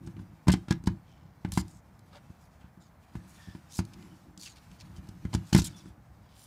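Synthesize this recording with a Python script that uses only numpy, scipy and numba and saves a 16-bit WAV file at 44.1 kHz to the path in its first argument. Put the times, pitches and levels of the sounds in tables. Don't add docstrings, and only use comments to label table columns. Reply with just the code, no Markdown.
import sys
import numpy as np
from scipy import signal
from scipy.fft import rfft, irfft
from scipy.io import wavfile
from scipy.ndimage import uniform_filter1d
from numba import njit

SR = 44100
rng = np.random.default_rng(int(sys.argv[2]) if len(sys.argv) > 2 else 0)


def volts_from_decibels(level):
    exponent = np.asarray(level, float) / 20
    return 10 ** exponent


def unload_audio(sound):
    columns = np.transpose(np.atleast_2d(sound))
    steps = np.round(np.clip(columns, -1, 1) * 32767)
    wavfile.write(sys.argv[1], SR, steps.astype(np.int16))


N = 284886


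def add(out, t_s, x):
    i = int(t_s * SR)
    out[i:i + len(x)] += x[:N - i]


def unit(x):
    return x / np.sqrt(np.mean(x ** 2))


def fade(t60_s, length_s=.4):
    return volts_from_decibels(-60 * np.arange(int(length_s * SR)) / SR / t60_s)


def band(x, lo_hz, hi_hz):
    sos = signal.butter(2, [lo_hz, min(hi_hz, .45 * SR)], "bandpass", fs=SR, output="sos")
    return signal.sosfilt(sos, x)


def coloured(points):
    hz, db = np.transpose(points)
    log_hz = np.log(np.fft.rfftfreq(N, 1 / SR) + 1)
    gain = volts_from_decibels(np.interp(log_hz, np.log(hz), db))
    return unit(irfft(rfft(rng.standard_normal(N)) * gain, N))


def walk(rate_hz):
    k = int(SR / rate_hz)
    held = np.repeat(rng.standard_normal(N // k + 1), k)
    return unit(uniform_filter1d(held, k)[:N])


@njit
def svf(x, hz, damp):
    y, b, l = np.empty(len(x)), 0., 0.
    for i in range(len(x)):
        g = np.tan(np.pi * hz[i] / SR)
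        v = (b + g * (x[i] - l)) / (1 + g * (g + damp))
        b, l, y[i] = 2 * v - b, l + 2 * g * v, damp * v
    return y


def ring(modes, tilt_db, scatter_db, detune):
    t = np.arange(int(.4 * SR)) / SR
    x = np.zeros(len(t))
    for hz, db, t60_s in modes:
        level_luck, pitch_luck = rng.standard_normal(2)
        tilted_db = db + tilt_db * np.log2(hz / modes[3][0])
        sine = np.sin(2 * np.pi * hz * (1 + detune * pitch_luck) * t)
        x += volts_from_decibels(tilted_db + scatter_db * level_luck) * fade(t60_s) * sine
    return x / np.abs(x).max()


def tick(centre_hz, t60_s):
    env = fade(t60_s, .05)
    x = band(rng.standard_normal(len(env)) * env, centre_hz / 1.71, centre_hz * 1.75)
    return x / np.abs(x).max()


# frequency in Hz, density in dB per Hz.
ROOM_SPECTRUM = [(15, -47.5), (25, -3.5), (85, -2), (102, -8), (145, -5), (311, -19), (356, -24.5),
                 (780, -18.5), (1490, -27), (2310, -32.5), (2570, -44.5), (3190, -44.5), (8690, -50.5),
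                 (14500, -45), (16200, -60)]


def room():
    return volts_from_decibels(-56.5) * band(coloured(ROOM_SPECTRUM), 60, 19000)


def shake():
    out = np.zeros(N)
    for t_s, _, boom_db, *_ in [*KNOCKS, *LIFTS]:
        add(out, t_s, volts_from_decibels(boom_db - 23) * fade(.3))
    return out


# time in seconds, level in dB, tightness in dB.
LEAN = [(0, -41, 3), (.21, -44.5, -2), (.38, -53, 0), (.95, -59, -5.5), (1.26, -53, -1.5),
        (1.94, -57.5, -1.5), (2.23, -52.5, 3.5), (2.95, -68, -3), (3.26, -53, 4), (3.5, -57.5, -3),
        (3.81, -53, 4), (4.06, -42.5, 5.5), (4.22, -54, 7), (4.6, -57.5, -2.5), (5.04, -43.5, 1),
        (5.5, -56, -1), (5.8, -50, 8.5), (6.05, -58, -3)]


def leaning(rattle):
    s, lean_db, tight_db = np.transpose(LEAN)
    now = np.arange(N) / SR
    lean, tight = volts_from_decibels(np.interp(now, s, lean_db)), volts_from_decibels(np.interp(now, s, tight_db))
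    nudges = rng.standard_normal(N) * volts_from_decibels(2.94 * walk(25))
    stir = signal.fftconvolve(nudges, ring(BOOM_MODES, .26, scatter_db=2, detune=0))[:N]
    deep, sway, flex = (unit(band(band(stir, lo, hi), lo, hi))
                        for lo, hi in [(45, 145), (145, 220), (240, 375)])
    out = (lean / tight * volts_from_decibels(-6.5) + rattle * volts_from_decibels(-5)) * deep
    out += (lean * volts_from_decibels(-7.5) + rattle * volts_from_decibels(-3.5)) * sway
    out += (lean * tight * volts_from_decibels(-16.5) + rattle * volts_from_decibels(-14)) * flex
    return out


# frequency in Hz, density in dB per Hz.
FUR_SPECTRUM = [(880, -4), (1500, -37), (2320, 3), (3000, 0), (3620, -1.5), (5440, -1.5), (9750, -7),
                (14800, -12.5), (16000, -30)]
# time in seconds, level in dB.
RUBBING = [(0, -64), (.21, -64), (.9, -66.5), (1.3, -75), (1.56, -55.5), (1.8, -69), (2.23, -63),
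           (2.9, -67.5), (3.33, -55.5), (3.6, -60), (4.06, -57), (4.33, -65), (4.62, -58.5), (4.95, -57),
           (5.17, -62.5), (5.5, -55.5), (5.87, -59), (5.93, -67)]


def rubbing(rattle):
    rub = volts_from_decibels(np.interp(np.arange(N) / SR, *np.transpose(RUBBING)))
    paws = band(rng.standard_normal(N), 765, 1770) * volts_from_decibels(.71 * walk(25))
    hiss = coloured(FUR_SPECTRUM) * volts_from_decibels(1.9 * walk(40))
    fur = np.zeros(N)
    for hz in 1500 * 2 ** np.arange(0, 3.4, .125):
        fur += band(hiss, hz, hz * 2 ** .125) * volts_from_decibels(1.1 * walk(14))
    out = (rub * volts_from_decibels(-10) + rattle * volts_from_decibels(-34.5)) * unit(paws)
    return out + (rub * volts_from_decibels(-10) + rattle * volts_from_decibels(-35.5)) * unit(fur)


def drag(length_s, db, from_hz, to_hz, rise):
    u = np.linspace(0, 1, int(length_s * SR))
    effort = np.minimum(u / rise, ((1 - u) / (1 - rise)) ** .5)
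    grains = rng.standard_normal(len(u)) * volts_from_decibels(1.04 * rng.exponential(size=len(u)))
    grains *= volts_from_decibels(3.2 * unit(uniform_filter1d(rng.standard_normal(len(u)), size=96)))
    hz = from_hz * (to_hz / from_hz) ** u
    streaks = np.zeros(len(u))
    for ratio in 2 ** rng.uniform(-.6, .7, size=5):
        streaks += unit(svf(grains, np.minimum(hz * ratio, .4 * SR), .06))
    body = unit(svf(svf(grains, hz, 1.2), hz, 1.7))
    return volts_from_decibels(db) * effort * (body + volts_from_decibels(-10) * streaks)


# time in seconds, peak in dB, pitch in Hz.
TICKS = [(1.52, -27, 6200), (1.6814, -46, 6000), (1.9923, -52.5, 6360), (3.8515, -43, 6000),
         (3.935, -45, 4300), (4.026, -48, 3010), (0.5185, -28, 5200), (0.839, -47, 5000),
         (4.376, -39, 5200), (4.56, -54, 3970), (4.7147, -49.5, 3400), (4.9708, -49, 5370),
         (5.088, -49, 6200), (5.4714, -49, 5660), (5.578, -24, 7150), (5.614, -41, 4700)]
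# start in seconds, length in seconds, level in dB, pitch in Hz.
RASPS = [(0.06, .014, -64, 5500), (0.189, 0.012, -60, 1270), (0.479, 0.0074, -39, 5100),
         (0.501, 0.0059, -38.5, 3270), (0.516, 0.021, -38, 5030), (0.68, 0.021, -58, 3000),
         (0.701, 0.02, -48, 3740), (0.723, 0.0067, -42.5, 3500), (0.862, 0.022, -55, 6560),
         (0.868, 0.011, -44, 4160), (3.934, 0.012, -60, 3670), (5.070, 0.0052, -68, 5900),
         (5.325, 0.018, -50, 3900), (5.525, 0.023, -36, 4840), (5.622, 0.017, -51, 6400)]
# start in seconds, length in seconds, level in dB, pitch in Hz.
SLIDES = [(1.021, 0.36, -75.5, 3520), (1.517, 0.07, -49, 6650), (1.568, 0.051, -46, 6520),
          (1.679, 0.13, -69, 6650), (2.4, .09, -75, 7500), (2.6, .09, -72, 1900), (2.797, 0.097, -72, 4900),
          (3.268, 0.11, -68.5, 8100), (3.381, .22, -69.5, 4800), (4.452, 0.04, -50, 4300),
          (4.483, 0.061, -61.5, 5030), (4.555, 0.037, -61.5, 3770), (4.958, 0.037, -65.5, 4600),
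          (5.557, 0.05, -41, 3970), (5.578, 0.034, -39.5, 6200), (5.638, 0.049, -42, 6500),
          (5.688, 0.063, -66.5, 5230), (5.755, 0.079, -64, 6360)]
# start in seconds, length in seconds, level in dB, start pitch in Hz, end pitch in Hz.
DIGS = [
    (2.093, 0.1, -60, 680, 900),
    (2.101, 0.088, -64.5, 2900, 2900),
    (3.687, 0.097, -53, 4600, 6900),
    (3.742, 0.065, -49, 8100, 5700),
    (4.378, 0.092, -52, 6400, 5900),
    (5.43, .1, -66.5, 5400, 7000),
    (4.784, 0.042, -58.5, 4300, 3200),
    (5.798, 0.1, -73, 5000, 6500),
    (6.33, 0.15, -62.5, 8200, 8700),
    (6.2, 0.3, -69.5, 3200, 3430),
]


def claws():
    out = np.zeros(N)
    for t_s, db, hz in TICKS:
        add(out, t_s, volts_from_decibels(db + 1) * tick(hz, t60_s=.016))
    for t_s, length_s, db, hz in RASPS:
        add(out, t_s, drag(length_s, db, hz, hz * .915, rise=.39))
    for t_s, length_s, db, hz in SLIDES:
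        add(out, t_s, drag(length_s, db, hz, hz * .84, rise=.2))
    for t_s, length_s, db, from_hz, to_hz in DIGS:
        add(out, t_s, drag(length_s, db, from_hz, to_hz, rise=.65))
    return out


# frequency in Hz, level in dB, t60 in seconds.
BOOM_MODES = [(70.5, 1.5, 0.092), (104.1, -1.5, 0.21), (134.8, -7, 0.35), (184.9, -2.5, 0.17),
              (178, 12, 0.04), (241, -3.5, 0.11), (301.7, -6.5, 0.14), (333, -9, 0.17), (415, -29, 0.08),
              (464, -27, .06)]
# frequency in Hz, level in dB.
PANE_MODES = [(620, 0.5), (830, 3), (950, 5), (1150, -15), (1390, -3), (1680, -0.5), (2070, -2.5),
              (2400, -15.5), (2900, -17), (3670, -16), (4180, -11)]


def flap(blows, way, push_s):
    out = np.zeros(N)
    swing_s, squeeze_s = .0022, .006
    push = np.hanning(int(push_s * SR))
    push /= push.sum()
    squeeze = np.convolve(fade(.014, squeeze_s)[::-1], push)
    pane = [(hz, db, .022) for hz, db in PANE_MODES]
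    for t_s, crack_db, boom_db, tick_db, tilt_db in blows:
        contact_s = t_s - swing_s
        boom = np.convolve(ring(BOOM_MODES, np.clip(tilt_db, -7, 6), scatter_db=1.5, detune=.012), push)
        crack = ring(pane, 0, scatter_db=6, detune=.013)
        add(out, contact_s - squeeze_s, way * volts_from_decibels(boom_db - 3) * squeeze)
        add(out, contact_s, -way * volts_from_decibels(boom_db + 2.5) * boom)
        add(out, contact_s, way * volts_from_decibels(crack_db - 1.5) * crack)
        add(out, contact_s, volts_from_decibels(crack_db - 9) * tick(1220, t60_s=.052))
        add(out, contact_s, volts_from_decibels(tick_db - 11.5) * tick(4760, t60_s=.03))
    return out


# deepest swing in seconds, crack in dB, boom in dB,
# tick in dB, boom brightness in dB per octave.
KNOCKS = [(0.0758, -41, -31, -34, -0.5), (0.4858, -14, -7.5, -9.5, -1), (0.4926, -27, -14.5, -31, 2),
          (0.498, -18, -14.5, -43, -3), (0.5402, -21.5, -11, -16, 4.5), (0.7106, -20.5, -11, -12.5, 6),
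          (0.7168, -31, -24.5, -47, 5), (0.7227, -24, -28, -37, -6), (0.8757, -22, -11.5, -22, 2),
          (1.577, -17, -12.5, -14.5, 7), (3.1559, -35, -26.5, -43, 4.5), (3.5526, -40.5, -31, -64, 6),
          (3.7925, -24, -17, -19, 0.5), (5.0919, -47.5, -33, -37.5, -2), (5.2541, -35, -21, -38.5, -3),
          (5.334, -31.5, -32, -40, 0), (5.3419, -27, -28.5, -16.5, -2), (5.351, -25.5, -14, -14, -2.5),
          (5.5504, -13.5, -5.5, -8, 6), (5.565, -21, -11, -12, 9), (5.5911, -25, -13.5, -22, 8),
          (5.621, -45, -23, -18, -8), (5.6547, -46, -37, -18.5, 8)]
# time in seconds, crack in dB, boom in dB, tick in dB.
LIFTS = [(0.0858, -60, -35, -59), (0.169, -43, -34, -55), (0.4737, -27, -17.5, -32),
         (0.6859, -33, -30, -34), (0.841, -50, -33.5, -41), (0.862, -49, -37, -33),
         (1.451, -27, -19.5, -36), (1.5225, -40, -45, -45), (5.5306, -21.5, -14, -35),
         (5.5859, -28, -24, -38), (5.8599, -47, -36.5, -59)]


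def hard_blows():
    lifts = [(*row, 6) for row in LIFTS]
    return flap(KNOCKS, 1, push_s=.0024) + flap(lifts, -1, push_s=.0024)


def padded(t_s, boom_db, tilt_db):
    return t_s, boom_db - 21, boom_db, boom_db - 18, tilt_db


# time in seconds, boom in dB, brightness in dB per octave.
BUMPS = [(0.1992, -33, 7), (0.2199, -36, 6), (0.5465, -21, -11), (1.5883, -35, -4), (1.9972, -45, 2),
         (2.3038, -35.5, 2), (2.6445, -41, -10), (2.7763, -38.5, 4), (3.1699, -30, -11), (3.4757, -38.5, 3),
         (3.4866, -32.5, -2), (3.8037, -21, 5), (4.3775, -39.5, 7), (5.363, -31, -14), (5.9799, -46, 5)]
# time in seconds, boom in dB.
EASES = [(0.234, -45), (0.7363, -24), (0.9, -33), (1.489, -28.5), (1.53, -24), (1.596, -26), (1.612, -27),
         (4.643, -43), (4.9837, -30.5), (5.1018, -41.5), (5.386, -35), (5.636, -28), (5.9062, -37.5),
         (6.1715, -45)]


def soft_blows():
    bumps = [padded(*row) for row in BUMPS]
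    eases = [padded(*row, -6) for row in EASES]
    return flap(bumps, 1, push_s=.0032) + flap(eases, -1, push_s=.006)


# start in seconds, length in seconds, level in dB, pitch in Hz.
SQUEAKS = [(3.375, .04, -63, 1810), (3.40, .155, -63, 1770), (3.340, .20, -71, 3500),
           (5.665, .03, -59, 2200), (5.720, .11, -66, 3480), (5.84, .08, -74, 3480),
           (3.745, .02, -54, 6150), (.520, .015, -46, 2070), (3.960, .12, -71, 2050),
           (4.105, .05, -71, 3000), (5.775, .025, -61, 5800), (3.200, .02, -66, 1750)]


def hinge():
    out = np.zeros(N)
    for t_s, length_s, db, hz in SQUEAKS:
        n = int(length_s * SR)
        pitch_hz = hz * (1 + .008 * walk(60)[:n]) * np.linspace(1.004, .996, n)
        note = np.sin(2 * np.pi * np.cumsum(pitch_hz) / SR) * volts_from_decibels(2.5 * walk(90)[:n])
        haze = unit(svf(rng.standard_normal(n), pitch_hz, .075))
        add(out, t_s, volts_from_decibels(db) * signal.windows.tukey(n, .3) * (note + .7 * haze))
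    return out


def echo(x):
    tail = band(rng.standard_normal(int(.4 * SR)), 120, 5550) * fade(.14)
    tail *= volts_from_decibels(-15.5) / np.sqrt(np.sum(tail ** 2))
    return signal.fftconvolve(x, tail)[:N]


def scene():
    door = claws() + hard_blows() + soft_blows() + hinge()
    rattle = shake()
    return (room() + leaning(rattle) + rubbing(rattle) + door + echo(door))[None]


def top_cut(x):
    return signal.sosfilt(signal.butter(12, 16360, fs=SR, output="sos"), x)


def record(dry):
    x = signal.sosfilt(signal.butter(2, 50, "highpass", fs=SR, output="sos"), dry)
    x = x + volts_from_decibels(-89) * unit(band(rng.standard_normal(N), 14780, 15020))
    x = signal.sosfilt(signal.ellip(8, .2, 70, 15600, fs=SR, output="sos"), x)
    return top_cut(x)


dry = scene()
out = record(dry)
unload_audio(out)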